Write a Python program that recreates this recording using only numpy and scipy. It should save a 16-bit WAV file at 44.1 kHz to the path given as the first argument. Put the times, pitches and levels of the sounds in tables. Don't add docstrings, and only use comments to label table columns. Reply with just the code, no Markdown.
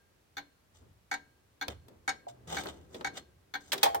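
import sys
import numpy as np
from scipy import signal
from scipy.fft import rfft, irfft
from scipy.io import wavfile

SR = 44100
rng = np.random.default_rng(int(sys.argv[2]) if len(sys.argv) > 2 else 0)


def transcribe(signal):
    frames = np.atleast_2d(signal).T
    limited = np.clip(frames, -1, 1)
    pcm = np.round(limited * 32767).astype(np.int16)
    wavfile.write(sys.argv[1], SR, pcm)


N = 176400
CASE_RISE_S, STRIKE_RISE_S, CLICK_RISE_S = 0.0039, 0.00069, 0.00091
# frequency in Hz, t60 in seconds.
PART_T60 = [(80, 0.13), (400, 0.39), (1000, 0.12), (4000, 0.083), (14000, 0.068)]


def amp(db):
    return 10 ** (np.asarray(db) / 20)


def unit(x):
    return x / np.sqrt(np.mean(x ** 2) + 1e-20)


def curve_at(points, hz):
    f, value = np.transpose(points)
    return np.interp(np.log(hz + 1), np.log(f + 1), value)


def add(mix, start_s, sound):
    start = round(start_s * SR)
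    sound = sound[:, max(-start, 0):]
    part = mix[:, max(start, 0):][:, :sound.shape[1]]
    part += sound[:, :part.shape[1]]


def colour(x, points):
    size = x.shape[-1]
    return irfft(rfft(x) * amp(curve_at(points, np.fft.rfftfreq(size, 1 / SR))), size)


def stereo_noise(size):
    # frequency in Hz, left-right correlation.
    likeness = [(80, 0.82), (300, 0.69), (700, -.2), (1500, 0.04)]
    # frequency in Hz, left minus right in dB.
    balance = [(100, -0.5), (1400, 1.5), (9000, -1.5), (14000, -3.5)]
    hz = np.fft.rfftfreq(size, 1 / SR)
    left, unrelated = rfft(rng.standard_normal((2, size)))
    same, tilt = curve_at(likeness, hz), amp(curve_at(balance, hz) / 2)
    right = same * left + np.sqrt(1 - same ** 2) * unrelated
    return irfft(np.array([left * tilt, right / tilt]), size)


def decay(t, t60):
    return np.exp(-np.log(1000) * t / t60)


def die_away(x, t60_curve, rise_s, stretch=1):
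    size = x.shape[-1]
    hz, t, bands = signal.stft(x, SR, nperseg=256)
    bands = bands * decay(t, stretch * curve_at(t60_curve, hz)[:, None])
    attack = 1 - np.exp(-(np.arange(size) / SR / rise_s) ** 2)
    return signal.istft(bands, SR, nperseg=256)[1][:, :size] * attack


def ring(modes, rise_s, scale=1):
    t, side = np.arange(SR // 2) / SR, np.array([[.5], [-.5]])
    out = np.zeros((2, len(t)))
    for k, (hz, db, t60, pan_db, lead) in enumerate(modes):
        tone = np.sin(2 * np.pi * hz * scale * t + side * lead)
        out += (-1) ** k * amp(db + side * pan_db) * decay(t, t60) * tone
    return out * (1 - np.exp(-t / rise_s))


def dense_modes(ripple_db=3, width_hz=100, full_above_hz=3150):
    spectrum, hz = rfft(stereo_noise(SR // 2)), np.fft.rfftfreq(SR // 2, 1 / SR)
    ripple = np.interp(hz / width_hz, np.arange(len(hz)), rng.standard_normal(len(hz)))
    return irfft(spectrum * amp(ripple_db * ripple * np.minimum(hz / full_above_hz, 1)))


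def room_hush(level_db=-69):
    # frequency in Hz, gain in dB.
    tone = [(15, -47), (25, -31), (40, -14), (64, -4), (200, -13.5), (641, -17), (16000, -35)]
    return amp(level_db) * unit(colour(stereo_noise(N), tone))


def room_echo(near, level_db=-19):
    # frequency in Hz, t60 in seconds.
    room_t60 = [(200, 0.12), (2000, 0.33), (14000, 0.24)]
    tail = die_away(rng.standard_normal((2, SR // 2)), room_t60, rise_s=0.007)
    return amp(level_db) * signal.fftconvolve(near, tail / np.linalg.norm(tail[0]), axes=1)[:, :N]


def handling(trim_db=-1):
    # time in seconds, level before the trim in dB.
    rumble_fader = [(0, -73.5), (.7, -77), (.83, -58.5), (1.1, -70.5), (1.67, -77), (1.7, -51.5),
                    (1.9, -62), (2.2, -75.5), (2.55, -52.5), (2.9, -59.5), (3.6, -70), (4, -55.5)]
    rustle_fader = [(0, -77), (.7, -97), (.83, -61.5), (1.0, -87), (1.6, -77.5), (1.7, -47.5), (1.8, -72.5),
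                    (1.93, -59), (2.02, -69), (2.45, -61.5), (2.53, -46.5), (2.67, -48.5), (2.77, -57),
                    (2.88, -63.5), (2.96, -51), (3.15, -53.5), (3.36, -75.5), (3.68, -65.5), (3.76, -47),
                    (4, -72)]
    # frequency in Hz, gain in dB.
    rumble_tone = [(40, -29), (58, -4), (78, 5), (200, -13), (600, -61)]
    rustle_tone = [(60, -39), (125, -3.5), (370, 2.5), (1000, -11), (2500, -24), (8000, -46)]
    out, t = np.zeros((2, N)), np.arange(N) / SR
    for fader, tone in [(rumble_fader, rumble_tone), (rustle_fader, rustle_tone)]:
        level_db = np.interp(t, *np.transpose(fader)) + trim_db
        out += amp(level_db) * unit(colour(stereo_noise(N), tone))
    return out


def bumps():
    # start in seconds, level in dB, pitch in Hz, t60 in seconds.
    hums = [(1.686, -41, 75, 0.34), (1.687, -41, 106, 0.11), (2.29, -57.5, 124, 2.6),
            (2.471, -46, 165.3, 0.93), (3.17, -61, 4235, 0.33), (3.735, -43, 394.7, 0.43)]
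    out, t = np.zeros((2, N)), np.arange(2 * SR) / SR
    attack = 1 - np.exp(-t / CASE_RISE_S)
    for start, db, hz, t60 in hums:
        hum = attack * decay(t, t60) * np.sin(2 * np.pi * hz * t)
        add(out, start, amp(db) * hum[None])
    return out


def scrapes(slips_per_s=900, slip_spread_db=3, hiss=0.38, depth_db=22.5, bands_hz=(3100, 4800)):
    # start, swell, hold and fade in seconds, then middle and treble gain in dB.
    strokes = [(0.736, 0.012, 0.019, 0.088, -64.5, -65), (1.691, 0.0092, 0.023, 0.038, -45.5, -58),
               (2.279, 0.0061, 0.017, 0.021, -54, -56.5), (2.471, 0.0046, 0.021, 0.028, -46.5, -51.5),
               (2.478, 0.039, 0.049, 0.17, -36, -42.5), (2.643, 0.039, 0.018, 0.024, -41.5, -52),
               (2.892, 0.067, 0.0074, 0.083, -58, -55.5), (3.134, 0.04, 0.008, 0.02, -39, -45),
               (3.588, 0.022, 0.094, 0.052, -63.5, -61.5), (3.736, 0.049, 0.039, 0.14, -45.5, -56)]
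    # frequency in Hz, gain in dB.
    tone = [(100, -25), (400, -5.5), (800, 4.5), (2400, -3.5), (7500, 3), (9500, -11), (16000, -12.5)]
    # centre in Hz, width in Hz, boost in dB.
    resonances = [(3600, 80, 8), (9500, 160, 6.5)]
    out, t = np.zeros((2, N)), np.arange(SR // 2) / SR
    hz = np.fft.rfftfreq(len(t), 1 / SR)
    part_response = rfft(die_away(dense_modes(), PART_T60, CLICK_RISE_S, stretch=0.6))
    for centre_hz, width_hz, db in resonances:
        part_response *= 1 + (amp(db) - 1) / (1 + 2j * (hz - centre_hz) / width_hz)
    for start, swell, hold, fade, *band_db in strokes:
        strength = amp(slip_spread_db * np.minimum(rng.exponential(1, len(t)), 4))
        slips = strength * (rng.random(len(t)) < slips_per_s / SR)
        friction = (unit(slips) + hiss) * rng.standard_normal(len(t))
        rub = unit(colour(irfft(part_response * rfft(friction)), tone))
        rub = colour(rub, list(zip(bands_hz, band_db)))
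        below_peak = np.maximum(1 - t / swell, 0) + np.maximum(t - swell - hold, 0) / fade
        add(out, start, rub * amp(-depth_db * below_peak))
    return out


def knocks():
    # start in seconds, level in dB, pitch in Hz.
    hits = [(2.268, -42.5, 705), (2.522, -39, 803), (3.831, -24.5, 819), (3.861, -24, 810),
            (3.945, -30, 819)]
    # ratio to the pitch, gain in dB, t60 in seconds,
    # left minus right in dB, left phase lead in radians.
    hollow = [(.575, -17, 0.12, 8, 0.5), (.742, -11.5, 0.088, -3, -2), (.985, 6.5, 0.19, -2, 2.5),
              (1.06, -2.5, 0.092, 0, -1), (1.14, 1, 0.067, 4.5, -1.5), (1.34, -7.5, 0.15, -1, 4),
              (.84, -7.5, 0.24, 10, 2.5)]
    out = np.zeros((2, N))
    for start, db, hz in hits:
        add(out, start, amp(db) * ring(hollow, STRIKE_RISE_S, scale=hz))
    return out


def clicks():
    # start in seconds, bass, middle, upper and treble gain in dB, decay stretch factor.
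    snaps = [(1.681, -18, -22.5, -24, -34, 0.35), (1.882, -28.5, -53, -52, -54.5, 0.6),
             (2.635, -29, -39, -40, -46, 0.6), (2.656, -17, -26.5, -53, -42.5, 0.55),
             (2.669, -20, -38, -30.5, -53, 0.34), (2.944, -19.5, -40, -39, -52, 0.91),
             (3.009, -18.5, -34.5, -40, -56, 0.47), (3.17, -50, -40.5, -37, -59, 1),
             (3.719, -33, -23.5, -18.5, -31, 0.88), (3.729, -19, -17.5, -23, -23.5, 0.76),
             (3.778, -42, -36, -29.5, -40.5, 0.65), (3.830, -14, -13, -12.5, -15, 0.98),
             (3.854, -33, -22.5, -27, -37.5, 1.36), (3.945, -24, -23.5, -33, -29.5, 0.86)]
    bands_hz = (300, 1500, 4000, 12000)
    # frequency in Hz, gain in dB.
    tone = [(40, -47), (150, -15), (500, 4), (850, 4.5), (2200, 6), (2700, 2), (3300, 9), (5500, 3.5),
            (9500, 0.5), (14500, 2.5)]
    out = np.zeros((2, N))
    for start, *band_db, stretch in snaps:
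        snap = unit(colour(dense_modes(), tone))
        snap = colour(snap, list(zip(bands_hz, band_db)))
        add(out, start, die_away(snap, PART_T60, CLICK_RISE_S, stretch))
    return out


def case_ring(pallet):
    # frequency in Hz, gain in dB, t60 in seconds, left minus right in dB,
    # left phase lead in radians, extra gain on the tock in dB.
    modes = [(287, -20, 0.32, 1.5, 0, 6), (555, -16, 0.14, -7, 3, -20.5),
             (760.7, -4.5, 0.073, 12.5, 1.17, 0), (801.6, 0.5, 0.093, -8.5, -1, 0),
             (945.6, -8, 0.14, 14, -3, -5.5), (1019, -13.5, 0.12, 2.5, 3.5, 6.5),
             (1330, 2, 0.045, 4.5, -2, 0), (1473.4, -0.5, 0.032, 19.5, 2.5, 4.5),
             (1544, -2.5, 0.065, 8.5, 0.36, 5.5), (1597, 3, 0.075, 8, 5.5, 1.5),
             (1830, -3, 0.073, -8.5, 1.1, 1), (1947, 0.5, 0.033, -21, -2.5, -8),
             (2206, 2.5, 0.044, 11, 0.5, -5), (2267, 3.5, 0.045, -9, 0.25, -3.5)]
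    return ring([(hz, db + pallet * tock_db, *rest) for hz, db, *rest, tock_db in modes], CASE_RISE_S)


def wheel_ring(pallet, t60=0.084):
    # frequency in Hz, tick gain in dB, tock gain in dB.
    pings = [(3332, -28, -10), (3550, -23.5, -7.5), (3700, -12.5, -15), (4195, -31, -8), (4250, -24, -11.5),
             (4680, -18, -17), (5380, -13, -41), (6620, -12.5, -33), (8670, -33.5, -24.5),
             (10190, -29.5, -48), (13900, -39, -23)]
    modes = [(hz, tick + pallet * (tock - tick), t60, 0, rng.uniform(-np.pi, np.pi))
             for hz, tick, tock in pings]
    return ring(modes, STRIKE_RISE_S)


def clatter(movement, pallet, same_share=0.6):
    # frequency in Hz, gain in dB.
    tone = [(100, -17), (1500, -3.5), (2250, 1), (2600, -12), (4400, -2), (5000, -15.5), (6600, -3),
            (7500, -5.5), (12000, -19), (14000, -21), (16000, -29)]
    tock_tone = [(6400, 3), (9000, -27.5), (14000, 16)]
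    # frequency in Hz, t60 in seconds.
    metal_t60 = [(200, 0.42), (1000, 0.13), (4000, 0.12), (7000, 0.065), (14000, 0.041)]
    metal = np.sqrt(same_share) * movement + np.sqrt(1 - same_share) * stereo_noise(SR // 2)
    metal = colour(metal, tone)
    metal = unit(colour(metal, [(hz, pallet * db) for hz, db in tock_tone]))
    return die_away(metal, metal_t60, STRIKE_RISE_S)


def escapement(beat_gap_s=0.1):
    # start in seconds, case level in dB, metal level in dB, pallet from 0 (tick) to 1 (tock).
    strikes = [(-.17, -31, -34, 0), (.368, -41, -38, 0.94), (.379, -39, -38, 0.7),
               (1.1127, -30.5, -32.5, 0.22), (1.126, -35.5, -38, 0.38), (1.138, -33.5, -34.5, 0.15),
               (1.6113, -36.5, -35, 0.91), (1.622, -35.5, -35.5, 0.64), (2.077, -28.5, -30.5, 0.18),
               (2.090, -32, -27.5, 0), (2.099, -34, -60, 0.3), (2.568, -33.5, -33, 0.68),
               (2.582, -36, -38, 0.32), (3.045, -30.5, -32.5, 0.35), (3.061, -39.5, -39, 0.29),
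               (3.069, -35.5, -38.5, 0.12), (3.538, -39.5, -34, 0.79), (3.55, -34, -38.5, 1)]
    # pitch in Hz, tick and tock gain in dB
    # relative to the case level, t60 in seconds.
    rods = [(1583, -35, -32, 0.9), (1614, -22.5, -24, 0.57), (4230, -35.5, -24, 0.58)]
    out, t = np.zeros((2, N)), np.arange(2 * SR) / SR
    movement = dense_modes()
    rod_tones = [decay(t, t60) * np.sin(2 * np.pi * (hz * t + rng.random((2, 1)) / 2))
                 for hz, _, _, t60 in rods]
    gaps = np.diff([row[0] for row in strikes], prepend=-np.inf)
    for (start, case_db, metal_db, pallet), gap in zip(strikes, gaps):
        rattle = amp(-3) * clatter(movement, pallet)
        ping = wheel_ring(pallet) + amp(-1.5) * wheel_ring(pallet)
        add(out, start, amp(case_db) * case_ring(pallet) + amp(metal_db) * (ping + rattle))
        if gap > beat_gap_s:
            for rod_tone, (_, tick, tock, _) in zip(rod_tones, rods):
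                add(out, start, amp(case_db + tick + pallet * (tock - tick)) * rod_tone)
    return out


def scene():
    near = escapement() + clicks() + knocks() + scrapes()
    return near + room_echo(near) + handling() + bumps() + room_hush()


def record(dry):
    low_pass = signal.firwin(511, cutoff=16450, window=("kaiser", 9), fs=SR)
    return signal.oaconvolve(dry, low_pass[None], "same")


dry = scene()
out = record(dry)
transcribe(out)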